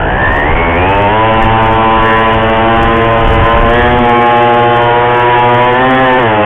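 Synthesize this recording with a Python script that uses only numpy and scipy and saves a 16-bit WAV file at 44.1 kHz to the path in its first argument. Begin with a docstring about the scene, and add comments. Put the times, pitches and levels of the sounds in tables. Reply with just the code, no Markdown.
"""A model boat's electric motor runs up, cruises on a river and sags at the end, heard in the cabin. Each shaft
turn knocks the thin hull, which drones and rattles. The gears whine, the propeller churns, wind and water
thump. The recorder on board overloads, its treble ends near 3.4 kHz, and it crackles."""
import sys
import numpy as np
from scipy import signal
from scipy.fft import rfft, irfft, next_fast_len
from scipy.io import wavfile
from scipy.ndimage import uniform_filter1d

SR = 44100
rng = np.random.default_rng(int(sys.argv[2]) if len(sys.argv) > 2 else 0)


def pcm_store(signal):
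    """Save signal as 16-bit PCM."""
    levels = np.round(np.clip(np.atleast_2d(signal), -1, 1) * 32767)
    wavfile.write(sys.argv[1], SR, levels.astype(np.int16).T)


N = 284445
TIME_S = np.arange(N) / SR
IDLE_HZ, CRUISE_HZ = 54.5, 112

# Noise spectra. Each row: frequency in Hz, relative density in dB.
CRACKLE_SPECTRUM = [(2500, -23), (4300, -1), (7000, -3.5), (10000, -7.5), (15000, -13)]
RUMBLE_SPECTRUM = [(6, -25.5), (14, -1), (25, 2.5), (33, -2), (44, 1), (58, -6.5), (75, -4.5), (110, -9),
                   (180, -16), (400, -30), (1000, -51.5)]
CHURN_SPECTRUM = [(100, -1), (200, -5), (400, -2.5), (600, 1.5), (900, 2.5), (1200, -3), (1800, -0.5),
                  (2300, -9.5), (3000, -6.5), (3800, -21)]
# Swells. Each row: peak time in seconds, length in seconds, relative level in dB.
CRACKLE_BOUTS = [(.37, 0.1, -54), (.76, 0.024, -56), (.95, 0.13, -54.5), (1.43, .05, -51),
                 (1.69, 0.12, -52), (2.14, 0.25, -55.5), (2.42, 0.38, -58), (2.87, 0.21, -52),
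                 (3.35, 0.66, -53.5), (3.8, 0.24, -52), (4.3, 0.54, -55.5), (4.8, 0.084, -50.5),
                 (5.16, 0.14, -56), (5.45, 0.4, -60), (5.7, 0.23, -55), (6.05, 0.34, -54)]
GUSTS_AND_SLAPS = [(.28, 0.083, -14.5), (.54, 0.087, -8.5), (.67, .06, -17), (.92, 0.15, -16),
                   (1.45, 0.12, -9), (1.68, 0.15, -15.5), (2.0, 0.082, -12), (2.38, .06, -16.5),
                   (2.84, 0.11, -11), (2.98, 0.048, -18), (3.28, 0.089, -5), (3.41, .09, -4.5),
                   (3.62, .12, -4.5), (3.88, .26, -12)]
PANEL_BUZZES = [(2.14, .22, -12.5), (2.88, .3, -18), (3.8, 0.18, -12.5), (4.3, .4, -15.5),
                (5.3, 0.47, -17.5), (5.78, .14, -11.5), (6.05, .32, -9)]
# Level curves. Each row: time in seconds, relative level in dB.
BREEZE_LEVEL = [(0, -16), (1.1, -22.5), (3.9, -18), (4.3, -34), (6.45, -33)]   # drops as the boat turns
WHINE_LEVEL = [(0, -24.5), (.3, -21.5), (.8, -20), (1.1, -30.5), (3.1, -32), (3.7, -29.5), (6.45, -31.5)]
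HUM_LEVEL = [(0, -28.5), (.8, -27.5), (1.25, -20), (2.4, -17.5), (3.65, -19), (4.0, -16.5), (4.6, -18.5),
             (5.05, -29.5), (5.9, -15), (6.45, -19.5)]
DRONE_LEVEL = [(0, -28.5), (.35, -24), (.84, -18), (1.15, -18.5), (1.8, -17.5), (3.0, -16.5), (3.4, -14.5),
               (4.65, -14), (5.0, -17.5), (5.35, -16.5), (6.45, -16)]
LOW_TONE_LEVEL = [(0, -34.5), (.65, -22.5), (1.1, -18.5), (1.4, -14.5), (1.92, -13.5), (2.05, -21.5),
                  (2.75, -13.5), (3.0, -24), (3.15, -16), (3.7, -17), (4.1, -8.5), (5.8, -15.5),
                  (5.92, -27.5), (6.15, -11), (6.45, -23.5)]
MIDDLE_TONE_LEVEL = [(0, -28), (.75, -22), (1.0, -16.5), (1.7, -11), (2.35, -20.5), (2.6, -10.5),
                     (2.95, -26), (3.5, -13.5), (3.7, -21), (4.7, -25), (4.88, -12.5), (5.62, -9),
                     (5.9, -19), (6.45, -11)]
HIGH_TONE_LEVEL = [(0, -25), (.75, -25), (.9, -12.5), (1.5, -17), (2.25, -11), (2.57, -23.5), (2.72, -15),
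                   (3.72, -13.5), (3.9, -26), (4.15, -13.5), (5.6, -22), (6.15, -24.5), (6.3, -15.5),
                   (6.45, -29.5)]
# By shaft order: the hum and three drone tones that swell in turn.
ORDER_LEVELS = {2: HUM_LEVEL, 7: LOW_TONE_LEVEL, 8: MIDDLE_TONE_LEVEL, 9: HIGH_TONE_LEVEL}
# Shaft order strength. Each row: frequency in Hz, relative level in dB.
IMBALANCE_SPECTRUM = [(50, -29), (70, -28), (90, -18), (112, -18), (121, -20.5), (135, -24.5)]
DRONE_SPECTRUM = [(160, 5), (230, -6.5), (295, 0.5), (340, -3), (365, -0.5), (450, -2), (480, 1),
                  (555, -.5), (610, .5), (692, -5), (718, -.5), (735, -4.5), (785, 6)]
RATTLE_SPECTRUM = [(530, -32), (700, -21), (900, -23.5), (1030, -23), (1120, -22), (1220, -25),
                   (1350, -27.5), (1500, -30.5), (1750, -36.5), (2050, -32), (2300, -38.5), (2600, -37),
                   (3000, -36.5), (3400, -37.5), (3900, -47)]
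# Drive line throb. Each row: order frequency in Hz, lower side tone re the order in dB.
THROB_DEPTH = [(110, -14), (230, -10), (340, -3), (460, -6), (580, -13), (800, -18), (1000, -19),
               (1400, -13), (3000, -12)]
# Throttle steps. Each row: start in seconds, target shaft speed in turns per second.
THROTTLE_STEPS = [(0.04, 67.2), (0.28, 75.7), (0.44, 85.6), (0.74, 95.7), (0.84, 102.2), (1.06, 111.9),
                  (2.58, 114.6), (3.17, 112.9), (3.41, 116.0), (3.67, 122.0), (3.97, 119.4), (4.9, 121.3),
                  (5.56, 124.6), (5.73, 131.0), (6.01, 126.2), (6.18, 103.8)]


def from_db(db):
    """Decibels to gain."""
    return 10 ** (np.asarray(db) / 20)


def unit_rms(x):
    """Scale to RMS 1."""
    return x / np.sqrt(np.mean(x ** 2) + 1e-20)


def curve_db(rows):
    """Level curve, per sample."""
    return np.interp(TIME_S, *np.transpose(rows))


def spectrum_db(rows, hz):
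    """Read a spectrum on a log-frequency axis."""
    row_hz, db = np.transpose(rows)
    return np.interp(np.log(hz), np.log(row_hz), db)


def coloured(x, spectrum):
    """Filter by a spectrum; RMS 1."""
    size = next_fast_len(N)
    hz = np.maximum(np.arange(size // 2 + 1) * SR / size, 1)
    return unit_rms(irfft(rfft(x, size) * from_db(spectrum_db(spectrum, hz)), size)[:N])


def drift(rate_hz):
    """Slow random wander; RMS about 1."""
    hop = 100
    pole = np.exp(-2 * np.pi * rate_hz * hop / SR)
    noise = rng.standard_normal(N // hop + 1002)
    slow = signal.lfilter([1], [1, -2 * pole, pole * pole], noise)[1000:]
    return np.interp(np.arange(N) / hop, np.arange(len(slow)), unit_rms(slow))


def swells(rows, rest_db):
    """Gain curve: a floor plus one bell per row."""
    power = from_db(rest_db) ** 2
    for peak_s, length_s, db in rows:
        bell = np.exp(-2 * ((TIME_S - peak_s) / length_s) ** 2)
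        power = power + (from_db(db) * bell) ** 2
    return np.sqrt(power)


def peak(x, centre, half_width):
    """Resonance curve of height 1."""
    return 1 / (1 + ((x - centre) / half_width) ** 2)


def overload_crackle(x, ceiling, tick_chance=.22, spread_db=7):
    """Some crests near the ceiling tick, over faint hiss."""
    crests = np.diff((np.abs(x) > .85 * ceiling).astype(int), prepend=0) > 0
    ticks = crests * (rng.random(N) < tick_chance) * np.sign(x)
    ticks *= from_db(spread_db * rng.standard_normal(N))
    hiss = from_db(-84) * coloured(rng.standard_normal(N), CRACKLE_SPECTRUM)
    return from_db(2) * swells(CRACKLE_BOUTS, rest_db=-67) * coloured(ticks, CRACKLE_SPECTRUM) + hiss


def buffeting():
    """Gusts and water slaps rumble on the cabin."""
    rumble = coloured(rng.standard_normal(N), RUMBLE_SPECTRUM)
    rumble /= np.sqrt(uniform_filter1d(rumble ** 2, size=4500))
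    return swells(GUSTS_AND_SLAPS, curve_db(BREEZE_LEVEL)) * rumble


def propeller(shaft_hz, angle_rad, cruise_db=-16.5, db_per_octave=3, pulse_depth=.51):
    """Churning water and shaft scrape, pulsing once a turn."""
    churn = rng.standard_normal(N) * (1 + pulse_depth * np.cos(angle_rad))
    level_db = cruise_db + db_per_octave * np.log2(shaft_hz / CRUISE_HZ)
    return from_db(level_db) * coloured(churn, CHURN_SPECTRUM)


def gears(shaft_hz, angle_rad, centre_order=25.8, flutter_hz=9, panel_ring_hz=1815):
    """Uneven meshing: a rough cluster of high shaft orders, ringing a deck panel as it passes."""
    whine = np.zeros(N)
    for order in range(22, 30):
        mesh = np.exp(1j * (order * angle_rad + rng.uniform(0, 2 * np.pi)))
        flutter = 1 + .45 * (drift(flutter_hz) + 1j * drift(flutter_hz))
        panel_ring = 1 + 2.2 * peak(order * shaft_hz, panel_ring_hz, half_width=53)
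        whine += panel_ring * (mesh * flutter).real * peak(order, centre_order, half_width=1.2)
    return from_db(curve_db(WHINE_LEVEL)) * whine


def drone_db(order, hz):
    """Level of a low order: shaft imbalance, hum or hull drone."""
    if order == 1:
        return spectrum_db(IMBALANCE_SPECTRUM, hz)
    if order in ORDER_LEVELS:
        return curve_db(ORDER_LEVELS[order])
    return curve_db(DRONE_LEVEL) + spectrum_db(DRONE_SPECTRUM, hz)


def rattle_db(hz, shaft_hz, buzz_gain, panel_hz=1759, db_per_octave=3.5):
    """Level of a high order: hull rattle plus a buzzing deck panel."""
    panel = buzz_gain * from_db(-6.5) * peak(hz, panel_hz, half_width=130)
    treble = np.clip((hz - 1000) / 200, 0, 1)
    dulling = np.minimum(shaft_hz / CRUISE_HZ, 1) ** (2.6 * treble)   # slow shaft, duller knock
    knock_db = db_per_octave * np.log2(shaft_hz / CRUISE_HZ) + spectrum_db(RATTLE_SPECTRUM, hz)
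    return 20 * np.log10(np.hypot(panel, dulling * from_db(knock_db)))


def hull_knocks(shaft_hz, angle_rad, throb_hz=12.6, delay_at_1khz_s=.018):
    """One knock a turn, spread to a falling chirp: high bending waves arrive first."""
    buzz_gain = swells(PANEL_BUZZES, rest_db=-22.5)
    throb_rad = 2 * np.pi * throb_hz * TIME_S + .43 * drift(.83)   # drive line wobble
    jitter_rad = .015 * drift(27)
    out = np.zeros(N)
    for order in range(1, 33):
        hz = order * shaft_hz
        lag_rad = 4 * np.pi * delay_at_1khz_s * np.sqrt(1000 * hz)
        phase_rad = order * (angle_rad + jitter_rad + .011 * drift(9.4)) - lag_rad
        phase_rad += .55 * drift(.7)   # paths shift as the hull rolls
        if order <= max(ORDER_LEVELS):
            level_db = drone_db(order, hz) + 1.99 * drift(3.7)
        else:
            level_db = rattle_db(hz, shaft_hz, buzz_gain) + 3 * drift(3.7)
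        depth = from_db(spectrum_db(THROB_DEPTH, hz))
        lower_rad, upper_rad = rng.uniform(0, 2 * np.pi, (2, 1)) + .58 * drift(2.2)
        side_tones = np.sin(phase_rad - throb_rad + lower_rad)
        side_tones += .46 * np.sin(phase_rad + throb_rad + upper_rad)
        tone = np.sin(phase_rad) + depth * side_tones
        out += from_db(level_db) * tone * np.sqrt(2 / (1 + depth ** 2))
    return out


def motor_speed_hz(lag_s=.072):
    """The shaft eases to a new speed after each throttle step."""
    starts_s, targets_hz = np.transpose(THROTTLE_STEPS)
    steps_hz = np.diff(targets_hz, prepend=IDLE_HZ)
    return IDLE_HZ + sum(step_hz * (1 - np.exp(-np.maximum(TIME_S - start_s, 0) / lag_s))
                         for start_s, step_hz in zip(starts_s, steps_hz))


def scene():
    """Motor, propeller and wind in the cabin; mono."""
    shaft_hz = motor_speed_hz()
    angle_rad = 2 * np.pi * np.cumsum(shaft_hz) / SR
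    motor = hull_knocks(shaft_hz, angle_rad) + gears(shaft_hz, angle_rad)
    return (motor + propeller(shaft_hz, angle_rad) + buffeting())[None]


def record(dry, drive_db=.9, ceiling=.62, hardness=11, band_hz=3416, cutoff_hz=15900, fade_s=.003):
    """The recorder clips, its cut-off near 3.4 kHz rounds the edges, the crests crackle."""
    x = from_db(drive_db) * dry[0]
    x = x / (1 + np.abs(x / ceiling) ** hardness) ** (1 / hardness)
    x = signal.sosfiltfilt(signal.butter(9, band_hz, fs=SR, output="sos"), x)
    fade = np.minimum(np.minimum(TIME_S, TIME_S[-1] - TIME_S) / fade_s, 1)
    x = (x + overload_crackle(x, ceiling)) * fade
    return signal.sosfilt(signal.ellip(10, .1, 80, cutoff_hz, fs=SR, output="sos"), x)[None]


dry = scene()
out = record(dry)
pcm_store(out)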